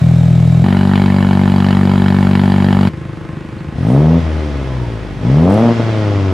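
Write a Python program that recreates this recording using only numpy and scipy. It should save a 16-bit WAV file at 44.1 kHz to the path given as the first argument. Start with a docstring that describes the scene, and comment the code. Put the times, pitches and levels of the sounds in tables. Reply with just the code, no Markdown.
"""A deep idle throbs in a garage. Cut to a fast, crackling idle at the tailpipe. Cut to a forest road:
a slow idle, revved twice, with turbo whistle and one pop as the throttle shuts the second time.
All three are turbocharged four-cylinder cars with open exhausts. At idle each firing kicks the pipe
and puffs out turbulent gas; in the revs, harmonics of the firing rate sweep the pipe's resonances."""
import sys
import numpy as np
from scipy import signal
from scipy.fft import rfft, irfft, next_fast_len
from scipy.io import wavfile
from scipy.ndimage import uniform_filter1d, minimum_filter1d

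SR = 44100
rng = np.random.default_rng(int(sys.argv[2]) if len(sys.argv) > 2 else 0)


def wav_record(signal):
    """Record a signal, one row per channel, as 16-bit PCM in the file named by sys.argv[1]."""
    frames = np.transpose(np.atleast_2d(signal))
    bounded = np.clip(frames, -1, 1)
    # unit amplitude maps onto the largest positive 16-bit level
    quanta = np.round(bounded * 32767).astype(np.int16)
    wavfile.write(sys.argv[1], SR, quanta)


N = 279147
T = np.arange(N) / SR
MID_FIRING_HZ = 80

# exhaust pulse spectra: freq_hz, gain_db
GARAGE_PULSE = [(20, -71), (41, -13), (82, -0.5), (124, 7.5), (165, 7.5), (206, -6.5), (248, -16),
                (300, -29.5), (480, -29.5), (630, -22), (5000, -115)]
FAST_PULSE = [(25, -55.5), (48, -23.5), (96, 0), (144, -2), (192, 3.5), (240, -2), (288, -17), (336, -12.5),
              (384, -16), (450, -28), (730, -22.5), (816, -19), (930, -22.5), (1008, -22.5), (1080, -44),
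              (1310, -32), (1600, -37), (1780, -30.5), (2100, -67), (10000, -115)]
SLOW_PULSE = [(25, -38), (51, -9.5), (100, -4.5), (155, 2), (200, -5.5), (270, -12), (330, -2),
              (420, -35.5), (1100, -25), (9000, -110)]
POP_PULSE = [(40, -5), (250, 14.5), (700, 4), (1500, -31), (5000, -59)]
# exhaust gas noise spectra: freq_hz, density_db
GARAGE_GAS = [(20, -20), (130, 5), (300, -6.5), (480, -11.5), (740, -10), (920, -16), (2000, -21),
              (8500, -37.5), (15000, -51)]
FAST_GAS = [(20, -5.5), (100, -1.5), (370, 1), (500, -5.5), (1150, -7.5), (2500, -18.5), (4600, -24.5),
            (6000, -31.5), (10500, -34), (15000, -46)]
SLOW_GAS = [(35, -24.5), (70, 14.5), (160, 13.5), (250, -3.5), (350, 2), (600, -7.5), (1900, -10.5),
            (4000, -24), (9300, -39), (14000, -56)]
REV_GAS = [(30, -15), (150, 15.5), (2400, -3.5), (4200, -11), (5500, -13), (7000, -22), (10000, -32),
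           (14500, -48)]
BURBLE_GAS = [(30, -28), (130, 3), (350, 7.5), (700, 0.5), (1250, -10), (6000, -64)]
# resonances in the gas noise: centre_hz, width_hz, lift_db
GARAGE_RESONANCES = [(2280, 120, 6), (3780, 320, 6), (7540, 460, 3.5)]
FAST_RESONANCES = [(574, 68, 5.9), (810, 85, 5.4), (1776, 58, 4.2), (2233, 35, 11.3), (2954, 85, 8.8),
                   (3225, 160, 6), (3960, 100, 7.9), (4720, 120, 4.6), (7160, 400, 6.4)]
REV_RESONANCES = [(2040, 220, 3), (3310, 470, 3.5)]
# echoes in the pipe and under the car: delay_s, gain
GAS_ECHOES = [(.0047, .22), (.0083, .2), (.0131, .17)]

# fast idle speed: time_s, firing_hz
FAST_SPEED = [(.642, 46.96), (.9, 48.29), (1.3, 47.83), (2.65, 48.1), (2.9, 48.47)]
# firings that crack harder: time_s, extra_db
HARD_CRACKS = [(.956, 6), (2.083, 6), (2.353, 4.5), (2.852, 2)]
# gas bands that burst out at each firing: freq_hz, gain_db
CRACK_BAND = [(200, -14.5), (1900, 7.5), (7000, -17)]
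SPIT_BAND = [(600, -24.5), (2500, 6.5), (4700, 6.5), (6500, -3.5)]
# reflections along the tailpipe: delay_s, gain
PIPE_ECHOES = [(.0052, 0.29), (.0104, -0.16)]
# slow idle whine: pitch_hz, level_db
IDLE_WHINE = [(527.6, -43), (1055, -47)]

# throttle stabs: open_s, close_s, bark_db, boom_dip_db
STABS = [(3.676, 4.16, 3, -2), (5.198, 5.696, 3.2, -4.5)]
# speed through the revs: time_s, firing_hz
REV_SPEED = [(3.74, 31.4), (3.82, 46), (3.9, 61.8), (3.96, 69.1), (4.03, 76.6), (4.15, 83.7), (4.21, 82.6),
             (4.3, 77.8), (4.38, 77.7), (4.6, 68.6), (4.9, 57.2), (5.19, 46.3), (5.3, 65), (5.45, 87.8),
             (5.59, 111.1), (5.65, 117.8), (5.88, 111.6), (6.33, 92.4)]
# pipe response at the firing rate: freq_hz, level_db
BOOM = [(35, -49), (50, -29), (66, -23), (78, -16), (95, -14), (118, -16.5)]
# pipe response for higher orders, hot under load, cooler coasting: freq_hz, gain_db
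LOADED_PIPE = [(30, -68), (65, -27.5), (100, -21.5), (143, -8.5), (175, -9.5), (215, -14), (258, -5.5),
               (320, -15.5), (380, -14.5), (440, -15), (500, -9.5), (600, -9), (780, -11), (1000, -13),
               (1300, -14.5), (3000, -51.5)]
COASTING_PIPE = [(30, -62.5), (100, -31.5), (124, -18), (145, -28.5), (205, -27.5), (245, -25),
                 (297, -15.5), (340, -20), (380, -15), (450, -23.5), (520, -12), (570, -21.5), (650, -12.5),
                 (740, -23), (830, -21.5), (1400, -18), (3000, -48.5)]
# gas level laws: mid_speed_coasting_db, speed_db_per_octave, load_db, boost_db
BURBLE_LAW = (-32, 8, 5, 2)
RUSH_LAW = (-28, 8.5, 3, -3)

# turbo whistle and hiss contour: time_s, pitch_hz, relative_db
TURBO = [(3.75, 8800, -68), (3.92, 8950, -51), (4.06, 9440, -63), (5.18, 9230, -66), (5.36, 9017, -60),
         (5.6, 9950, -53), (5.8, 10000, -79)]
# air spits under boost: start_s, peak_db
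BOOST_SPITS = [(5.5005, -40), (5.5225, -39), (5.541, -35)]
# air noise spectra: freq_hz, density_db
BOOST_AIR = [(3500, -44), (5500, -1), (8500, 6), (16000, -9.5)]
VENT_AIR = [(500, -38), (1450, 1), (3300, -2), (4500, -16), (9000, -35)]
# stereo balance: freq_hz, left_minus_right_db
BALANCE = [(60, 2.5), (180, 1), (600, 0.5), (1300, -1.4), (2800, 0), (6000, -1.7)]


def amp(db):
    """Decibels to gain."""
    return 10 ** (np.asarray(db) / 20)


def unit(x):
    """Scale to rms 1."""
    return x / np.sqrt(np.mean(x ** 2) + 1e-20)


def db_at(spectrum, hz):
    """Spectrum interpolated on a log frequency axis."""
    freq_hz, db = np.transpose(spectrum)
    return np.interp(np.log(hz + 1), np.log(freq_hz + 1), db)


def curves(rows):
    """Columns of a timed table at every sample."""
    time_s, *columns = np.transpose(rows)
    return [np.interp(T, time_s, column) for column in columns]


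def colour(x, gain_db):
    """Zero-phase filter; gain_db is a function of frequency."""
    size = next_fast_len(N)
    return irfft(rfft(x, size) * amp(gain_db(np.fft.rfftfreq(size, 1 / SR))), size)[..., :N]


def lift_db(resonances, hz):
    """Summed resonance peaks."""
    return sum(db / (1 + (2 * (hz - centre_hz) / width_hz) ** 2) for centre_hz, width_hz, db in resonances)


def echoed(pair, echoes):
    """Stereo signal plus delayed copies."""
    return pair + sum(gain * np.roll(pair, round(delay_s * SR), axis=1) for delay_s, gain in echoes)


def gas(spectrum, resonances=(), correlation=.38):
    """Turbulent stereo noise with resonances and short echoes."""
    mid, side = rng.standard_normal((2, N))
    pair = np.sqrt(1 + correlation) * mid + np.sqrt(1 - correlation) * np.array([side, -side])
    return unit(colour(echoed(pair, GAS_ECHOES), lambda f: db_at(spectrum, f) + lift_db(resonances, f)))


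def pipe_response(spectrum, size=8192):
    """Exhaust pipe per FFT bin: log gain (real), causal phase (imaginary)."""
    log_gain = np.log(amp(db_at(spectrum, abs(np.fft.fftfreq(size, 1 / SR)))))
    return np.conj(signal.hilbert(log_gain))


def ring(drive, spectrum):
    """The pipe rings in response to a drive."""
    impulse_response = np.fft.ifft(np.exp(pipe_response(spectrum))).real
    return signal.oaconvolve(drive, impulse_response)[:N]


def firings(rate_hz, first_s, uneven, scatter, swing_s):
    """One kick per firing, alternately strong and late, weak and early; no two match."""
    cycles = np.cumsum(rate_hz * np.ones(N)) / SR
    cycles -= np.interp(first_s, T, cycles)
    at = np.flatnonzero(np.diff(np.floor(cycles)))
    size, late = rng.standard_normal((len(at), 2)).T
    alternate = -(-1) ** np.round(cycles[at])
    shift = np.round(swing_s * SR * (alternate + .5 * late)).astype(int)
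    kicks = np.zeros(N)
    kicks[np.clip(at + shift, 0, N - 1)] = 1 + uneven * alternate + scatter * size
    return kicks


def puffs(kicks, rise_s, lead_s, spread_db=.5):
    """Envelope of the gas bursts: one per kick, random in strength."""
    age = T[:SR // 20] / rise_s
    sizes = kicks * amp(-spread_db * rng.standard_normal(N))
    return np.interp(T + lead_s, T, signal.oaconvolve(sizes, age * np.exp(1 - age))[:N])


def whistle(hz, db, width_hz):
    """Narrow noise band following a pitch and a level."""
    flutter = colour(rng.standard_normal(N), lambda f: -20 * np.log10(1 + (f / width_hz) ** 2))
    return amp(db) * unit(flutter * np.cos(2 * np.pi * np.cumsum(hz) / SR))


def garage_idle():
    """Round throb of exhaust pulses; the garage smears the gas bursts into a nearly even rush."""
    kicks = firings(rate_hz=41.33, first_s=.016, uneven=.008, scatter=.012, swing_s=.00002)
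    surge = 1 + .4 * puffs(kicks, rise_s=.003, lead_s=.005)
    rush = gas(GARAGE_GAS, GARAGE_RESONANCES, correlation=.72) * surge
    return amp(-6.5) * unit(-ring(kicks, GARAGE_PULSE)) + amp(-25) * unit(rush)


def tailpipe(envelope, band, correlation):
    """Gas bursts ring the fast idle's pipe and echo along it."""
    hz = np.linspace(0, SR / 2, 4097)
    gain_db = db_at(FAST_GAS, hz) + db_at(band, hz) + lift_db(FAST_RESONANCES, hz)
    bursts = gas([(20, 0)], correlation=correlation) * envelope
    rung = np.array([ring(channel, np.c_[hz, gain_db]) for channel in bursts])
    return unit(echoed(rung, PIPE_ECHOES))


def fast_idle():
    """Hard pulses ring the tailpipe, each with a gas crack in front and a softer spit behind."""
    kicks = firings(curves(FAST_SPEED)[0], first_s=.6633, uneven=.05, scatter=.015, swing_s=.00004)
    force = kicks ** 2 * amp(sum(db * (abs(T - time_s) < .008) for time_s, db in HARD_CRACKS))
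    front = puffs(force, rise_s=.0013, lead_s=.0016, spread_db=1)
    behind = puffs(force, rise_s=.0016, lead_s=.0004, spread_db=2)
    crack = tailpipe(front, CRACK_BAND, correlation=.68)
    spit = tailpipe(behind, SPIT_BAND, correlation=.96)
    rush = gas(FAST_GAS, FAST_RESONANCES, correlation=.89)
    pulses = unit(ring(kicks, FAST_PULSE))
    return amp(-9) * pulses + amp(-28.5) * crack + amp(-36) * spit + amp(-26.5) * rush


def slow_idle():
    """Soft exhaust thuds and a whine give way to the first rev; the gas rush stays."""
    kicks = firings(rate_hz=25.34, first_s=2.9372, uneven=.04, scatter=.04, swing_s=.00007)
    thuds = unit(-ring(kicks, SLOW_PULSE))
    idling = np.interp(T, [3.7, 3.8], [1, 0])
    rush = gas(SLOW_GAS, correlation=.87)
    rush *= 1 + .87 * idling * puffs(kicks, rise_s=.0011, lead_s=.0034)
    whine = sum(amp(db) * np.sin(2 * np.pi * hz * T) for hz, db in IDLE_WHINE)
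    return idling * (amp(-27) * thuds + whine) + amp(-28) * unit(rush)


def chirp(peak_s=3.595, top_hz=4400, bend_hz=1100, half_s=.018, peak_db=-52, fade_db=3):
    """Faint chirp arching up and down, perhaps a brake letting go."""
    drop = np.minimum(((T - peak_s) / half_s) ** 2, 3)
    gate = np.minimum(3 - drop, 1)
    return gate * whistle(top_hz - bend_hz * drop, peak_db - fade_db * drop, width_hz=110)


def throttle(open_s=.046, shut_s=.14, boost_lag_s=.12, spool_s=.17, surge_db=5, lull_db=-17.5):
    """Load and boost, 0-1. The bark surges as boost comes in; bark and boom dip on closing."""
    load, boost, accent_db, dip_db = np.zeros((4, N))
    for start_s, close_s, bark_db, boom_dip_db in STABS:
        stab = np.clip((T - start_s) / open_s, 0, 1) * np.clip(1 - (T - close_s) / shut_s, 0, 1)
        surge = np.exp(-((T - start_s - .27) / .061) ** 2)
        lull = np.exp(-((T - close_s - .063) / .029) ** 2)
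        load += stab
        boost += stab * np.clip((T - start_s - boost_lag_s) / spool_s, 0, 1)
        accent_db += bark_db * stab + surge_db * surge + lull_db * lull
        dip_db += boom_dip_db * lull
    return load, boost, accent_db, dip_db


def firing_orders(cycles, hz, load, boost, accent_db, dip_db, jitter_rad=.01, hot_shift=.047):
    """Boom (order 1) and bark (higher orders) through the pipe; each firing varies a little."""
    draws = rng.standard_normal((512, 3)).T
    boom_scatter, bark_scatter, jitter = (np.interp(cycles, np.arange(512), row) for row in draws)
    loaded, coasting = pipe_response(LOADED_PIPE), pipe_response(COASTING_PIPE)
    bin_hz = np.arange(len(loaded)) * SR / len(loaded)
    # duller under load until boost; faster firings have steeper fronts
    db_per_octave = -11 - 2.5 * (load - boost) + 2.4 * np.log2(hz / MID_FIRING_HZ)
    tones = 0
    for order in range(1, 29):
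        response = load * np.interp(order * hz, bin_hz, loaded)
        response += (1 - load) * np.interp(order * hz, bin_hz, coasting)
        bark = min((order - 1) / 4, 1)
        if order == 1:  # hot gas raises the boom's resonance
            gain = amp(db_at(BOOM, hz / (1 + hot_shift * load)) + dip_db)
        else:
            gain = np.exp(response.real) * amp(db_per_octave * np.log2(order / 2) + bark * accent_db)
        roughness = 1 + .08 * (1 - bark) * boom_scatter + .1 * bark * bark_scatter
        phase = 2 * np.pi * order * cycles + response.imag + order * jitter_rad * jitter
        tones += gain * roughness * np.sin(phase)
    return np.sqrt(2) * tones


def gas_level_db(law, hz, load, boost):
    """Gas noise level from speed, load and boost."""
    base_db, db_per_octave, load_db, boost_db = law
    return base_db + db_per_octave * np.log2(hz / MID_FIRING_HZ) + load_db * load + boost_db * boost


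def revs(start_s=3.7, fade_in_s=.08):
    """Firing orders sweep the pipe's resonances; gas burbles and rushes with each firing."""
    hz, = curves(REV_SPEED)
    load, boost, accent_db, dip_db = throttle()
    cycles = np.cumsum(hz) / SR
    live = T > start_s
    tones = np.zeros(N)
    tones[live] = firing_orders(*(curve[live] for curve in (cycles, hz, load, boost, accent_db, dip_db)))
    # cylinders pull unevenly off throttle
    lope = 1 + .034 * (1 - load) * MID_FIRING_HZ / hz * np.cos(np.pi * cycles / 2)
    burst = np.exp(1.5 * (np.cos(2 * np.pi * (cycles - .12)) - 1))
    burble = unit(gas(BURBLE_GAS, correlation=.94) * (.6 + burst))
    burble *= amp(gas_level_db(BURBLE_LAW, hz, load, boost) + accent_db)
    rush = unit(gas(REV_GAS, REV_RESONANCES, correlation=.65) * (1 + .3 * burst))
    rush *= amp(gas_level_db(RUSH_LAW, hz, load, boost))
    return (lope * tones + burble + rush) * np.clip((T - start_s) / fade_in_s, 0, 1)


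def turbo(hiss_offset_db=1, spit_decay_s=.003):
    """Fuzzy whistle and air hiss swell in each rev; thin spits top the second."""
    pitch_hz, contour_db = curves(TURBO)
    tone = .6 * whistle(pitch_hz, contour_db, width_hz=330)
    hiss = amp(contour_db + hiss_offset_db)
    spits = sum(amp(peak_db) * (T > start_s) * np.exp(-abs(T - start_s) / spit_decay_s)
                for start_s, peak_db in BOOST_SPITS)
    return tone + (hiss + spits) * gas(BOOST_AIR)


def belt_whine(order=15.7, peak_s=4.79, peak_db=-35.5, fade_db_per_s=91):
    """Whine geared to the engine, perhaps the belt drive; surfaces once as speed falls."""
    level_db = peak_db - fade_db_per_s * abs(T - peak_s)
    return whistle(order * curves(REV_SPEED)[0], level_db, width_hz=22)


def pop(start_s=5.7975, peak_db=-3):
    """Unburnt fuel fires in the pipe as the throttle shuts."""
    bang = ring(signal.unit_impulse(N, round(start_s * SR)), POP_PULSE)
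    return -amp(peak_db) * bang / abs(bang).max()


def boost_vent(end_db=-71.1, rise_db_per_s=46):
    """Venting boost air: a very faint hiss, swelling to the end."""
    return amp(end_db + rise_db_per_s * (T - T[-1])) * gas(VENT_AIR, correlation=1)


def forest(x, t60_s=.7, wet_db=-22):
    """Dull, scattered echoes from trees; bass alike in both channels."""
    t = T[:SR]
    mid, side = rng.standard_normal((2, SR)) * amp(-60 * t / t60_s) * (t > .03)
    side = signal.lfilter(*signal.butter(1, 700, "high", fs=SR), side)
    tail = np.array([mid + side, mid - side]) / np.linalg.norm(mid)
    echo = signal.fftconvolve(x, tail, axes=1)[:, :N]
    return x + amp(wet_db) * colour(echo, lambda f: db_at([(80, -8), (400, 0), (2000, 0), (8000, -8)], f))


def scene(cuts_s=(.6415, 2.891)):
    """Garage, tailpipe and forest road in turn."""
    road = slow_idle() + forest(revs() + turbo() + boost_vent() + pop() + belt_whine() + chirp())
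    cars = garage_idle(), fast_idle(), road
    playing = np.searchsorted(cuts_s, T)
    left, right = sum(car * uniform_filter1d(1. * (playing == k), size=64) for k, car in enumerate(cars))
    return np.array([colour(left, lambda f: db_at(BALANCE, f) / 2),
                     colour(right, lambda f: -db_at(BALANCE, f) / 2)])


def record(dry, ceiling=.92, low_cut_hz=30, high_cut_hz=15400):
    """Fast peak limiter, low cut, high cut."""
    allowed = np.minimum(1, ceiling / (abs(dry).max(0) + 1e-9))
    held = minimum_filter1d(allowed, size=80)
    gain = uniform_filter1d(uniform_filter1d(held, size=60), size=40)
    thinned = colour(dry * gain, lambda f: -10 * np.log10(1 + (low_cut_hz / (f + 1)) ** 6))
    lowpass = signal.firwin(511, high_cut_hz, window=("kaiser", 9), fs=SR)
    return signal.oaconvolve(thinned, lowpass[None], "same")


dry = scene()
out = record(dry)
wav_record(out)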